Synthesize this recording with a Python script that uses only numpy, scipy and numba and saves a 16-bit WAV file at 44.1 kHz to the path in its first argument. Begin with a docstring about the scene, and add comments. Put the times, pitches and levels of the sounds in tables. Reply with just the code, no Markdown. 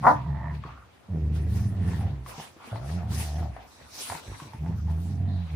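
"""In a living room with a thick carpet, two dogs tug a plush toy close to a small stereo microphone.
One growls through clenched jaws: a hum near 80 Hz beats with a second vibration and rattles in the mouth.
One hoarse yip is made of uneven pulses in open jaws; huffs, snorts and nostril breath are shaped noise.
Clicks of teeth and tongue and thuds of paws are short rings; cloth and paws scuffle as grainy noise.
Short echoes form the room, over a faint steady hush."""
import sys
import numpy as np
from scipy import signal
from scipy.fft import rfft, irfft, next_fast_len
from scipy.io import wavfile
from scipy.ndimage import uniform_filter1d
from numba import njit

SR = 44100
rng = np.random.default_rng(int(sys.argv[2]) if len(sys.argv) > 2 else 0)


def elevation(decibels):
    """Turn decibel levels (scalar or array-like) into linear amplitude ratios."""
    levels = np.asarray(decibels, float)
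    return 10 ** (levels / 20)


def generate_wav(signal):
    """Clip the signal to [-1, 1] and save it as 16-bit WAV at the path in sys.argv[1]."""
    frames = np.transpose(np.atleast_2d(signal))
    scaled = np.clip(frames, -1, 1) * 32767
    pcm = np.round(scaled).astype(np.int16)
    wavfile.write(sys.argv[1], SR, pcm)


N = 244755   # length [samples]

# Growls, one list each: (time [s], pitch [Hz], hum level [dB], overtone base level [dB])
GROWLS = [
    [(0.0, 68.2, -46, -34), (0.2, 66.9, -40, -36), (0.31, 71.92, -30, -30), (0.386, 69.47, -36, -37),
     (0.554, 74.7, -33.5, -35.5), (0.62, 73.54, -47, -49), (0.698, 54.6, -46, -46.5), (0.9, 55.5, -78, -72)],
    [(1.085, 98.4, -55, -37), (1.105, 94.45, -28.5, -38), (1.153, 82.84, -32, -26),
     (1.225, 74.15, -25.5, -32), (1.499, 79, -27, -33.5), (1.7, 89.17, -30.5, -38),
     (1.935, 80.64, -30.5, -29.5), (2.047, 83, -31, -36), (2.213, 59.7, -40.5, -39.5),
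     (2.38, 52.06, -57, -57)],
    [(2.718, 57, -61, -28), (2.8, 58.02, -45, -37), (2.922, 81.06, -29.5, -35.5), (2.968, 90.1, -29.5, -33),
     (3.068, 76.7, -36.5, -39), (3.146, 80.5, -30, -34.5), (3.306, 73.8, -32.5, -41.5),
     (3.41, 79.66, -29, -34), (3.5, 67.76, -37, -48), (3.56, 57.98, -46, -51), (3.7, 51.6, -65, -82)],
    [(4.26, 50.8, -77, -48), (4.282, 52.3, -31, -44), (4.32, 51.2, -42, -38), (4.38, 50.06, -65, -55)],
    [(4.57, 65.84, -40, -53), (4.62, 73, -33, -33), (4.7, 84, -32, -27.5), (4.802, 76.57, -32, -45),
     (4.902, 78.1, -24.5, -32), (5.014, 86.84, -28.5, -33.5), (5.15, 90.56, -30, -40),
     (5.26, 97, -28, -42.5), (5.408, 87.97, -29.5, -35.5), (5.494, 78.3, -38.5, -42),
     (5.55, 72.4, -24, -28)],
]
# Unevenness of the vocal cycles: (time [s], roughness [0-1])
ROUGHNESS = [(0, .8), (.6, .5), (1.1, .15), (1.25, .3), (1.6, .55), (2.4, .6), (2.7, .25), (3.0, .15),
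             (3.1, .6), (3.25, .3), (3.5, .55), (4.6, .4), (4.75, .7), (4.9, .15), (5.1, .6), (5.3, .6),
             (5.42, .2)]
# Second, higher throat vibration: (start [s], length [s], starting level [dB], first pitch [Hz], last pitch [Hz])
SECOND_VIBRATION = [(0, 0.14, -39, 133.9, 119.7), (.13, 0.11, -35.5, 107.9, 108.8),
                    (.24, 0.19, -48.5, 138.2, 132.5), (.39, 0.23, -40, 114.5, 110.4),
                    (1.2, 0.29, -38, 100.8, 105.1), (1.5, .2, -30.5, 104.1, 101.9),
                    (1.72, 0.42, -32.5, 98.13, 99.6), (3.03, 0.091, -32.5, 123.8, 98.15),
                    (3.15, 0.086, -37, 99, 120.3), (3.385, .12, -38, 111.6, 111),
                    (4.65, 0.26, -35, 98.7, 102.2), (5.04, .2, -38.5, 132.8, 131.9),
                    (5.26, 0.097, -35, 138.7, 141.1)]
# Throat ring in each growl, over the overtone base, before a small trim: (at the start [dB], at the end [dB])
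THROAT_RING = [(-24.5, -23.5), (-15, -17), (-18.5, -14), (-3.5, -18), (-20.5, -44)]
# Growl rattling in the mouth, one list per rattle:
# (time [s], level [dB], resonance [Hz], upper resonance over the main one [dB])
MOUTH_RATTLES = [
    [(0.16, -39.5, 935, -26), (0.246, -49.5, 980, -20), (0.32, -47, 844, -9.5), (0.5, -44, 950, -5),
     (0.6, -63, 904.7, -12)],
    [(1.08, -60, 582.4, -17), (1.156, -56, 568, -13), (1.272, -81, 560.4, 9), (1.544, -62, 784.8, -2),
     (1.734, -59, 598, -6), (1.946, -55.5, 819.3, 5.5), (2.024, -51.5, 721.4, -17), (2.2, -70, 719.7, -12)],
    [(2.718, -51, 637, -25), (2.728, -42.5, 603, -34), (2.8, -54.5, 625, -25), (2.956, -53, 605, -34),
     (3.042, -51.5, 773.4, -35), (3.16, -62, 758, 8), (3.212, -51, 740, -9.5), (3.33, -50.5, 717, -12),
     (3.46, -50.5, 673, -24), (3.54, -75, 690.5, -23)],
    [(4.62, -62, 794.6, -25), (4.66, -47.5, 808, -20), (4.732, -51, 812.6, -14), (4.798, -86, 755.4, -11),
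     (4.894, -48.5, 863.5, -15), (4.962, -63, 781.4, -16), (5.322, -57.5, 690, -7.5), (5.5, -84, 730, -3)],
]
# Side of each rattle: (left over right [dB])
MOUTH_SIDES = [-1.5, -1, 5, 3]
# The yip, level before its peaks are flattened: (time [s], pitch [Hz], level [dB])
YIP = [(.025, 184.2, -43), (.038, 180.8, -29.5), (.054, 184.7, -15.5), (.065, 204.6, -29),
       (.068, 237.9, -9), (.09, 239.8, -13.5), (.096, 270, -19.5), (.11, 297.8, -22), (.135, 311, -34),
       (.18, 276, -47)]
# Resonances of the open jaws: (centre [Hz], width [Hz], relative level [dB])
OPEN_JAWS = [(270, 43, -7.5), (730, 210, -2.5), (1041, 74, 4), (1330, 92, -5), (1877, 200, -11)]
# First reflections from sofa and carpet, left then right: (delay [s], level [dB])
NEAR_ECHOES = [(.0009, -5), (.00143, -4)]
# Breathy huffs through the half-open mouth:
# (start [s], length [s], relative starting level [dB], first resonance [Hz], last resonance [Hz])
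HUFFS = [(.637, .2, -33.5, 1030, 1330), (2.34, 0.11, -35, 860, 813), (2.6, 0.11, -41, 839, 917),
         (3.563, 0.17, -40.5, 710, 844), (3.92, 0.098, -44, 720, 890), (4.09, 0.077, -32, 803, 780),
         (4.39, .17, -40.5, 1030, 911)]
# Clicks of teeth, tongue and seams: (time [s], relative level [dB], ring [Hz], left over right [dB])
CLICKS = [(0.637, -37.5, 1150, 7.5), (1.933, -34.5, 896, 0), (2.01, -34, 768.3, 0), (2.037, -40, 710, 1),
          (2.066, -39, 575.4, 1.0), (2.262, -35, 1096, 5), (2.399, -33.5, 810, 0), (2.72, -48, 670, 1),
          (2.758, -32, 889.6, 4), (3.032, -41, 766, -1), (3.118, -43.5, 988, 9), (3.203, -40, 899, 7),
          (3.4, -42, 709.5, 14), (3.428, -37, 680, 6), (3.565, -33.5, 720, 6), (4.099, -27.5, 959, -3),
          (4.122, -27.5, 763, -9.5), (4.151, -31, 920, 6), (4.4, -35, 1075, 2), (4.534, -37.5, 895, -7),
          (4.661, -40.5, 801, -6), (4.875, -44.5, 707, 1)]
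# Paws landing on the carpet: (time [s], relative level [dB], ring [Hz])
THUDS = [(0.647, -36, 149), (0.72, -43, 66.3), (0.847, -56, 86.77), (2.378, -36.5, 152.2),
         (2.564, -45.5, 329), (2.674, -43.5, 235.4), (3.814, -48.5, 70.2), (4.098, -41.5, 94.5),
         (4.14, -41, 157), (4.418, -41.5, 145.5), (4.451, -42, 112.8), (4.49, -46, 95.9),
         (4.539, -38, 118.7)]
# Nostril snorts: (peak time [s], length [s], relative peak level [dB])
SNORTS = [(.08, 0.18, -44), (.55, .14, -61), (.68, 0.088, -63), (1.37, 0.13, -48), (1.59, 0.33, -47.5),
          (1.92, 0.37, -49.5), (2.3, 0.15, -43), (2.41, 0.24, -45), (2.69, 0.19, -54), (2.91, 0.2, -47.5),
          (3.15, 0.15, -35.5), (3.23, 0.21, -32.5), (3.4, 0.21, -50.5), (3.73, 0.2, -53), (4.04, 0.35, -34),
          (4.42, 0.42, -51.5), (4.91, .1, -55), (4.78, 0.1, -59), (5.05, 0.29, -51)]
# Colour of a snort: (frequency [Hz], relative level [dB per Hz])
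SNORT_COLOUR = [(1500, -26), (2500, -6.5), (3100, -9), (4000, -8), (4900, 2.5), (6200, -9.5), (8100, -11.5),
                (10000, -6.5), (12000, -5), (14000, -14), (15300, -12)]
# Paws and cloth dragging over the carpet: (peak time [s], length [s], relative peak level [dB])
SCUFFLES = [(.09, 0.65, -48), (.55, 0.11, -50), (.68, 0.26, -49.5), (1.37, 0.11, -46), (1.6, 0.42, -51.5),
            (1.92, 0.63, -45.5), (2.3, .14, -42.5), (2.41, 0.22, -43), (2.7, 0.51, -47.5),
            (2.92, 0.33, -48), (3.19, 0.31, -42.5), (3.4, 0.18, -51.5), (3.59, 0.22, -48),
            (3.82, 0.13, -49.5), (4.0, 0.24, -45), (4.13, 0.26, -40.5), (4.36, 0.42, -46.5),
            (5.48, 0.51, -50.5)]
# Colour of the scuffling: (frequency [Hz], relative level [dB per Hz])
SCUFFLE_COLOUR = [(120, -36.5), (200, -16.5), (232, 6.5), (269, -18.5), (308, -10.5), (387, -7.5),
                  (845, -1.5), (1090, -5.5), (2450, -8), (3080, -13.5), (5000, -19.5), (6500, -81),
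                  (11000, -120)]
# Quiet activity between bursts: (time [s], relative breath level [dB], relative rubbing level [dB])
QUIET = [(0, -57, -69), (.42, -76.5, -66), (1.0, -70, -61), (1.5, -60.5, -57), (2.2, -68.5, -71),
         (2.9, -57.5, -54), (3.55, -65, -58.5), (4.7, -61, -58.5), (5.3, -70, -58.5), (5.55, -58.5, -54)]
# Breath through a narrow nostril:
# (start [s], length [s], starting level [dB], higher tube modes over the lowest [dB])
NOSTRIL_BREATHS = [(.32, 0.23, -74, -24), (3.7, 0.32, -62, -1), (4.02, .2, -56, -4), (4.23, 0.25, -57, 2),
                   (5.27, 0.27, -58, -27)]
# Higher modes of the nostril tube: (centre [Hz], width [Hz], relative level [dB])
NOSTRIL_MODES = [(5800, 670, 0.5), (7700, 500, -2), (9600, 500, -5)]
# Colour of the background hush: (frequency [Hz], relative level [dB per Hz])
HUSH_COLOUR = [(15, -38.5), (25, -24), (81, 3.5), (196, -7), (749, -9), (8550, -32), (10600, -74),
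               (12100, -62), (13100, -32.5), (15000, -52)]
# How alike left and right noise are, before limiting to 0-1: (frequency [Hz], likeness [ratio])
LIKENESS = [(60, 0.98), (180, 0.36), (550, 0.19), (1650, 0.27), (4970, -2.43), (15000, 0.21)]
# Narrow gap in the treble of the whole sound, near 12 kHz: (lower edge [Hz], upper edge [Hz])
TREBLE_GAP = [11350, 12850]


def growl():
    """Vocal folds hum in the chest, a second vibration beats with them and each closure rattles the mouth."""
    gate, pitch, hum_db, octave_db = phrases(GROWLS)
    throat_lift_db = along(GROWLS, *np.transpose(THROAT_RING))
    rough, = in_time(ROUGHNESS)
    cycles = np.cumsum(pitch * (1 + 0.08 * rough * drift(25))) / SR
    turn = 2 * np.pi * cycles
    hum = fold_hum(turn, rough, hum_db, octave_db, throat_lift_db)
    second, second_knocks = second_vibration(turn)
    rasp = cut(rng.standard_normal(N), [100, 230], "band", order=1) * (1 + np.sin(turn))
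    rasp = cut(rms_one(rasp), 350, "low", order=3)
    chest = gate * (np.sqrt(2) * (hum + second) + rough * elevation(hum_db - 10) * rasp)
    # the throat rings dully at each closure of either vibration
    knocks = pulses(cycles + 0.35 * rough * drift(60), uneven_db=2.0) + second_knocks
    throat = evened(twice_resonant(knocks, 324, 140, 380, 340), span=4000)
    chest += gate * elevation(octave_db + throat_lift_db - 2.5) * throat
    mouth, left_db = mouth_rattle(cycles, rough, knocks)
    return chest, mouth, left_db


def fold_hum(turn, rough, hum_db, octave_db, throat_lift_db):
    """Closed jaws let the overtones fall fast; throat ring lifts those above the octave, roughness smears them."""
    hum = elevation(hum_db + 4 * rough * drift(40)) * -np.cos(turn)
    for k, fall_db in enumerate([-2, -17, -23, -27, -31], start=2):
        lift_db = (throat_lift_db + 17) / 2 if k > 2 else 0
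        level_db = octave_db + fall_db + lift_db + 1.5 * drift(15)
        smear = (0.3 + rough) * k / 2 * drift(14)
        hum -= elevation(level_db) * np.cos(k * turn + smear)
    return hum


def second_vibration(turn):
    """A higher throat vibration is coupled to the first, so sum and difference tones join in."""
    gain, pitch = held(SECOND_VIBRATION, edge_s=0.0069, fade_db=1.0)
    gate = gain > 0
    gain = gain * elevation(2.5 * drift(17.8))
    turn2 = 2 * np.pi * np.cumsum(pitch * (1 + 0.045 * drift(25))) / SR
    tone = np.sin(turn2) + elevation(-12) * np.sin(2 * turn2)
    tone += elevation(-6) * np.sin(2 * turn2 - turn) + elevation(-11) * np.sin(turn2 + turn)
    return gain * tone, gate * pulses(turn2 / (2 * np.pi), uneven_db=3.5)


def mouth_rattle(cycles, rough, knocks):
    """Fold closures and hissing air ring a moving mouth resonance, a steady nasal one and a higher one."""
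    gate, level_db, hz, upper_db = phrases(MOUTH_RATTLES)
    # the head sways around each rattle's side
    left_db = along(MOUTH_RATTLES, MOUTH_SIDES, MOUTH_SIDES) + 4.5 * drift(3)
    closures = pulses(cycles + 0.25 * rough * drift(50), uneven_db=2.0) + rough * knocks
    # air hisses through the folds while they are apart
    closures += 0.018 * rng.standard_normal(N) * (1 + np.sin(2 * np.pi * cycles))
    low = evened(twice_resonant(closures, hz, 120, hz, 320), span=3000)
    nose = evened(twice_resonant(closures, 690, 90, 690, 240), span=3000)
    high = evened(twice_resonant(closures, 1840, 240, 1840, 300), span=3000)
    rattle = low + elevation(-5.5) * nose + elevation(upper_db) * high
    return gate * elevation(level_db + 1.3 * drift(7.8)) * rattle, left_db


def yip():
    """Quick uneven pulses and breath ring in wide-open jaws; the hardest peaks flatten softly."""
    pitch, level_db = in_time(YIP)
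    cycles = np.cumsum(pitch * (1 + 0.025 * drift(80))) / SR
    source = pulses(cycles, uneven_db=1.5) + 0.028 * rng.standard_normal(N)
    voice = 0
    for k, (hz, width_hz, db) in enumerate(OPEN_JAWS):
        voice = voice + (-1) ** k * elevation(db) * resonance(source, hz, width_hz)
    voice = evened(cut(voice, 1900, "low", order=4), span=700)
    voice = phrases([YIP])[0] * elevation(level_db) * voice
    ceiling = 0.75
    return cut(ceiling * np.tanh(voice / ceiling), 1800, "low", order=3)


def huffs():
    """Lumpy breath noise passes through a gliding mouth resonance."""
    gain, hz = held(HUFFS, edge_s=0.002, fade_db=13)
    air = rng.standard_normal(N) * elevation(3.0 * drift(50))
    return gain * elevation(-12.5) * evened(twice_resonant(air, hz, 280, hz, 480), span=4000)


def mouth_clicks():
    """Teeth, tongue and seams give short, mostly pure rings with a crack."""
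    return blows(CLICKS, cycles_long=2.8, noisy=0.1, crack_db=-6.5)


def paw_thuds():
    """Paws landing on carpet give low, noisy rings with a strong crack."""
    return blows(THUDS, cycles_long=3.17, noisy=0.44, crack_db=2.5)


def bustle():
    """Snorts and scuffles wander a little from side to side; nostril breath joins them."""
    breath_db, rub_db = in_time(QUIET)
    moving = snorts(breath_db) + scuffles(rub_db)
    return moving * panned(0.64, 1.2 * drift(3.82)) + nostril_breath()


def snorts(breath_db):
    """Air rushing through the nose makes bright noise, in bursts over quiet breathing."""
    gain = np.hypot(swells(SNORTS, rise_share=0.41, tail=1.39), elevation(breath_db))
    air = gain * banded_noise(SNORT_COLOUR, patchy_db=3.0, flicker=17.8, alike_at_least=0.077)
    # the nose is nearer the left port, so the right hears it 0.22 ms later
    air[1] = np.roll(air[1], round(0.00022 * SR))
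    return air


def scuffles(rub_db):
    """Paws and cloth dragging over carpet make dull, grainy noise, in bursts over quiet rubbing."""
    gain = np.hypot(swells(SCUFFLES, rise_share=0.4, tail=1.65), elevation(rub_db))
    grains = elevation(0.55 * drift(150))
    return gain * elevation(2) * grains * banded_noise(SCUFFLE_COLOUR, patchy_db=3.5, flicker=25.0)


def nostril_breath():
    """A narrow nostril colours breath like a short tube, with a lowest mode and higher ones."""
    gain, higher_db = held(NOSTRIL_BREATHS, edge_s=0.019, fade_db=6)
    sides = []
    for air in rng.standard_normal((2, N)):
        lowest = rms_one(twice_resonant(air, 3890, 600, 3890, 900))
        higher = sum(elevation(db) * twice_resonant(air, hz, width_hz, hz, 2 * width_hz)
                     for hz, width_hz, db in NOSTRIL_MODES)
        sides.append(lowest + elevation(higher_db) * rms_one(higher))
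    return gain * np.array(sides)


def near_echoes(x):
    """Sofa and carpet return one early reflection a side."""
    return np.array([elevation(db) * np.roll(x, round(delay_s * SR)) for delay_s, db in NEAR_ECHOES])


def room(x):
    """Eight feedback delays a side repeat the sound, quieter and duller on every round."""
    t60_s, wall_cut_hz = 0.21, 6100   # time for the bass to fall 60 dB; treble loss on each round
    size = next_fast_len(N + SR)
    hz = np.arange(size // 2 + 1) * SR / size
    spectrum, out = rfft(x, size), np.zeros((2, N))
    for k, lag_s in enumerate(np.geomspace(0.009, 0.041, 16)):
        loop = elevation(-60 * lag_s / t60_s) / (1 + 1j * hz / wall_cut_hz)
        loop = loop * np.exp(-2j * np.pi * hz * lag_s)
        echoes = irfft(spectrum * loop / (1 - loop), size)[:N]
        out[k % 2] += echoes * (-1) ** (k // 2)
    return out


def background_hush():
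    """Faint stereo noise with slowly drifting bands lies under everything."""
    return elevation(-57.5) * banded_noise(HUSH_COLOUR, patchy_db=-0.5, flicker=0.62)


def blows(table, cycles_long, noisy, crack_db):
    """Each blow rings at its own pitch with a crack and a noise puff; a row may give its side."""
    size = 6000
    out, t = np.zeros((2, N + size)), np.arange(size) / SR
    for s, level_db, hz, *left_db in table:
        raw = rng.standard_normal(size)
        puff = rms_one(cut(raw, [0.2 * hz, 2.23 * hz], "band", order=2))
        crack = elevation(crack_db) * np.exp(-t / 0.0073) * cut(raw, [hz, 2.37 * hz], "band", order=2)
        shape = (1 - np.exp(-3.0 * t * hz)) * np.exp(-t * hz / cycles_long)
        blow = shape * (np.sin(2 * np.pi * hz * t) + noisy * puff) + crack
        at = round(s * SR)
        out[:, at:at + size] += panned(elevation(level_db + 4.0) * blow, sum(left_db))
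    return out[:, :N]


def banded_noise(colour, patchy_db, flicker, alike_at_least=0):
    """Bands of stereo noise, each with its own level, wavering and left-right likeness; rms 1 in all."""
    out, together, white = 0, drift(flicker), rng.standard_normal((2, 2, N))
    lowest, highest = colour[0][0], colour[-1][0]
    count = round(1 + 2.5 * np.log2(highest / lowest))
    edges = np.geomspace(max(lowest, 20), min(highest, 16000), count)
    for k, (low, high) in enumerate(zip(edges, edges[1:])):
        # neighbouring bands use different noise
        mid, side = cut(white[k % 2], [low, high], "band", order=2)
        hz = np.sqrt(low * high)
        alike = np.clip(at_hz(LIKENESS, hz), alike_at_least, 1)
        gain = elevation(at_hz(colour, hz) + patchy_db * (0.24 * together + drift(11)))
        out = out + gain * (np.sqrt(1 + alike) * mid + np.sqrt(1 - alike) * side * [[1], [-1]])
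    return rms_one(out)


def pulses(cycles, uneven_db):
    """One click per vocal cycle, of uneven size."""
    clicks = np.diff(np.floor(cycles), prepend=0)
    return clicks * elevation(uneven_db * rng.standard_normal(N)) + 1e-18


@njit
def resonate(x, hz, width_hz, sr):
    """A ringing filter whose centre can move; gain about 1 at the centre."""
    out, r = np.zeros(len(x)), np.exp(-np.pi * width_hz / sr)
    for i in range(2, len(x)):
        push = (1 - r * r) / 2 * (x[i] - x[i - 2])
        out[i] = push + 2 * r * np.cos(2 * np.pi * hz[i] / sr) * out[i - 1] - r * r * out[i - 2]
    return out


def resonance(x, hz, width_hz):
    """The same ringing filter at a steady or moving centre."""
    return resonate(x, hz + np.zeros(N), float(width_hz), float(SR))


def twice_resonant(x, hz1, width1_hz, hz2, width2_hz):
    """Two ringing filters in a row."""
    return resonance(resonance(x, hz1, width1_hz), hz2, width2_hz)


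def cut(x, hz, kind, order):
    """Butterworth filter that removes part of the spectrum."""
    return signal.sosfilt(signal.butter(order, hz, kind, fs=SR, output="sos"), x)


def swells(rows, rise_share, tail):
    """Gain of bursts that swell to a peak and trail off, 20 dB down at both ends."""
    t, power = np.arange(0, N + 64, 64) / SR, 0
    for s, length_s, db in rows:
        before = ((s - t) / rise_share / length_s) ** 2
        after = np.abs((t - s) / (1 - rise_share) / length_s) ** tail
        power = power + elevation(2 * (db - 20 * np.where(t < s, before, after)))
    return np.interp(np.arange(N) / SR, t, np.sqrt(power))


def held(rows, edge_s, fade_db):
    """Gain of sounds that start, fade and stop; then a value gliding from first to last, if two are given."""
    t, gain, value = np.arange(N) / SR, np.zeros(N), np.full(N, 1.0 * rows[0][3])
    for s, length_s, db, *ends in rows:
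        i = slice(round(s * SR), round((s + length_s + edge_s) * SR))
        u = t[i] - s
        edges = np.clip(np.minimum(u, length_s + edge_s - u) / edge_s, 0, 1)
        gain[i] += elevation(db - fade_db * u / length_s) * edges
        value[i.start:] = np.interp(t[i.start:] - s, [0, length_s], [ends[0], ends[-1]])
    return gain, value


def in_time(rows):
    """Columns of a curve at every sample."""
    s, *columns = np.transpose(rows)
    return [np.interp(np.arange(N) / SR, s, c) for c in columns]


def phrases(tables):
    """A soft-edged gate that is open during each table, then the joined columns."""
    t = np.arange(N) / SR
    gate = sum((t >= rows[0][0]) & (t <= rows[-1][0]) for rows in tables)
    return [uniform_filter1d(1.0 * gate, size=250)] + in_time(np.concatenate(tables))


def along(tables, first, last):
    """A value gliding from first to last through each table's time."""
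    points = []
    for rows, a, b in zip(tables, first, last):
        points += [(rows[0][0], a), (rows[-1][0], b)]
    return in_time(points)[0]


def at_hz(points, hz):
    """A spectrum read on a logarithmic frequency axis."""
    points = np.array(points)
    return np.interp(np.log(hz), np.log(np.maximum(points[:, 0], 1)), points[:, 1])


def drift(rate):
    """Slow random wander of spread 1; a higher rate [Hz] wanders faster."""
    r = np.exp(-40 * np.pi * rate / SR)   # worked out at every 20th sample
    slow = signal.lfilter([1], [1, -2 * r, r * r], rng.standard_normal(N // 20 + 4002))[4000:]
    return np.interp(np.arange(N) / 20, np.arange(len(slow)), rms_one(slow))


def rms_one(x):
    """The sound scaled to rms 1."""
    return x / np.sqrt(np.mean(x ** 2) + 1e-20)


def evened(x, span):
    """The sound with its running rms, over span samples, brought to 1."""
    return x / np.sqrt(uniform_filter1d(x ** 2, size=span) + 1e-12)


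def panned(x, left_db):
    """Mono to stereo, the left louder than the right by left_db."""
    return np.array([x * elevation(left_db / 2), x * elevation(-left_db / 2)])


def scene():
    """Dogs near the microphone, the room around them."""
    chest, mouth, mouth_left_db = growl()
    cry, huff, clicks = yip(), huffs(), mouth_clicks()
    voices = panned(chest, -1.2) + panned(mouth, mouth_left_db)
    voices += panned(cry, -0.31) + near_echoes(cry) + panned(huff, -0.5)
    to_walls = mouth + cry + huff + clicks.mean(axis=0) + elevation(-13.5) * chest
    walls = elevation(-11) * room(to_walls)
    return voices + clicks + paw_thuds() + bustle() + walls + background_hush()


def roll_off(x):
    """The treble ends steeply here."""
    return signal.sosfilt(signal.butter(12, 15680, fs=SR, output="sos"), x)


def record(dry):
    """The small microphone drops the deepest bass; the sound has a narrow gap near 12 kHz and a steep end."""
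    mix = cut(dry, 56, "high", order=4)
    mix = cut(mix, TREBLE_GAP, "bandstop", order=4)
    mix = cut(mix, 15200, "low", order=12)
    return roll_off(mix)


dry = scene()
out = record(dry)
generate_wav(out)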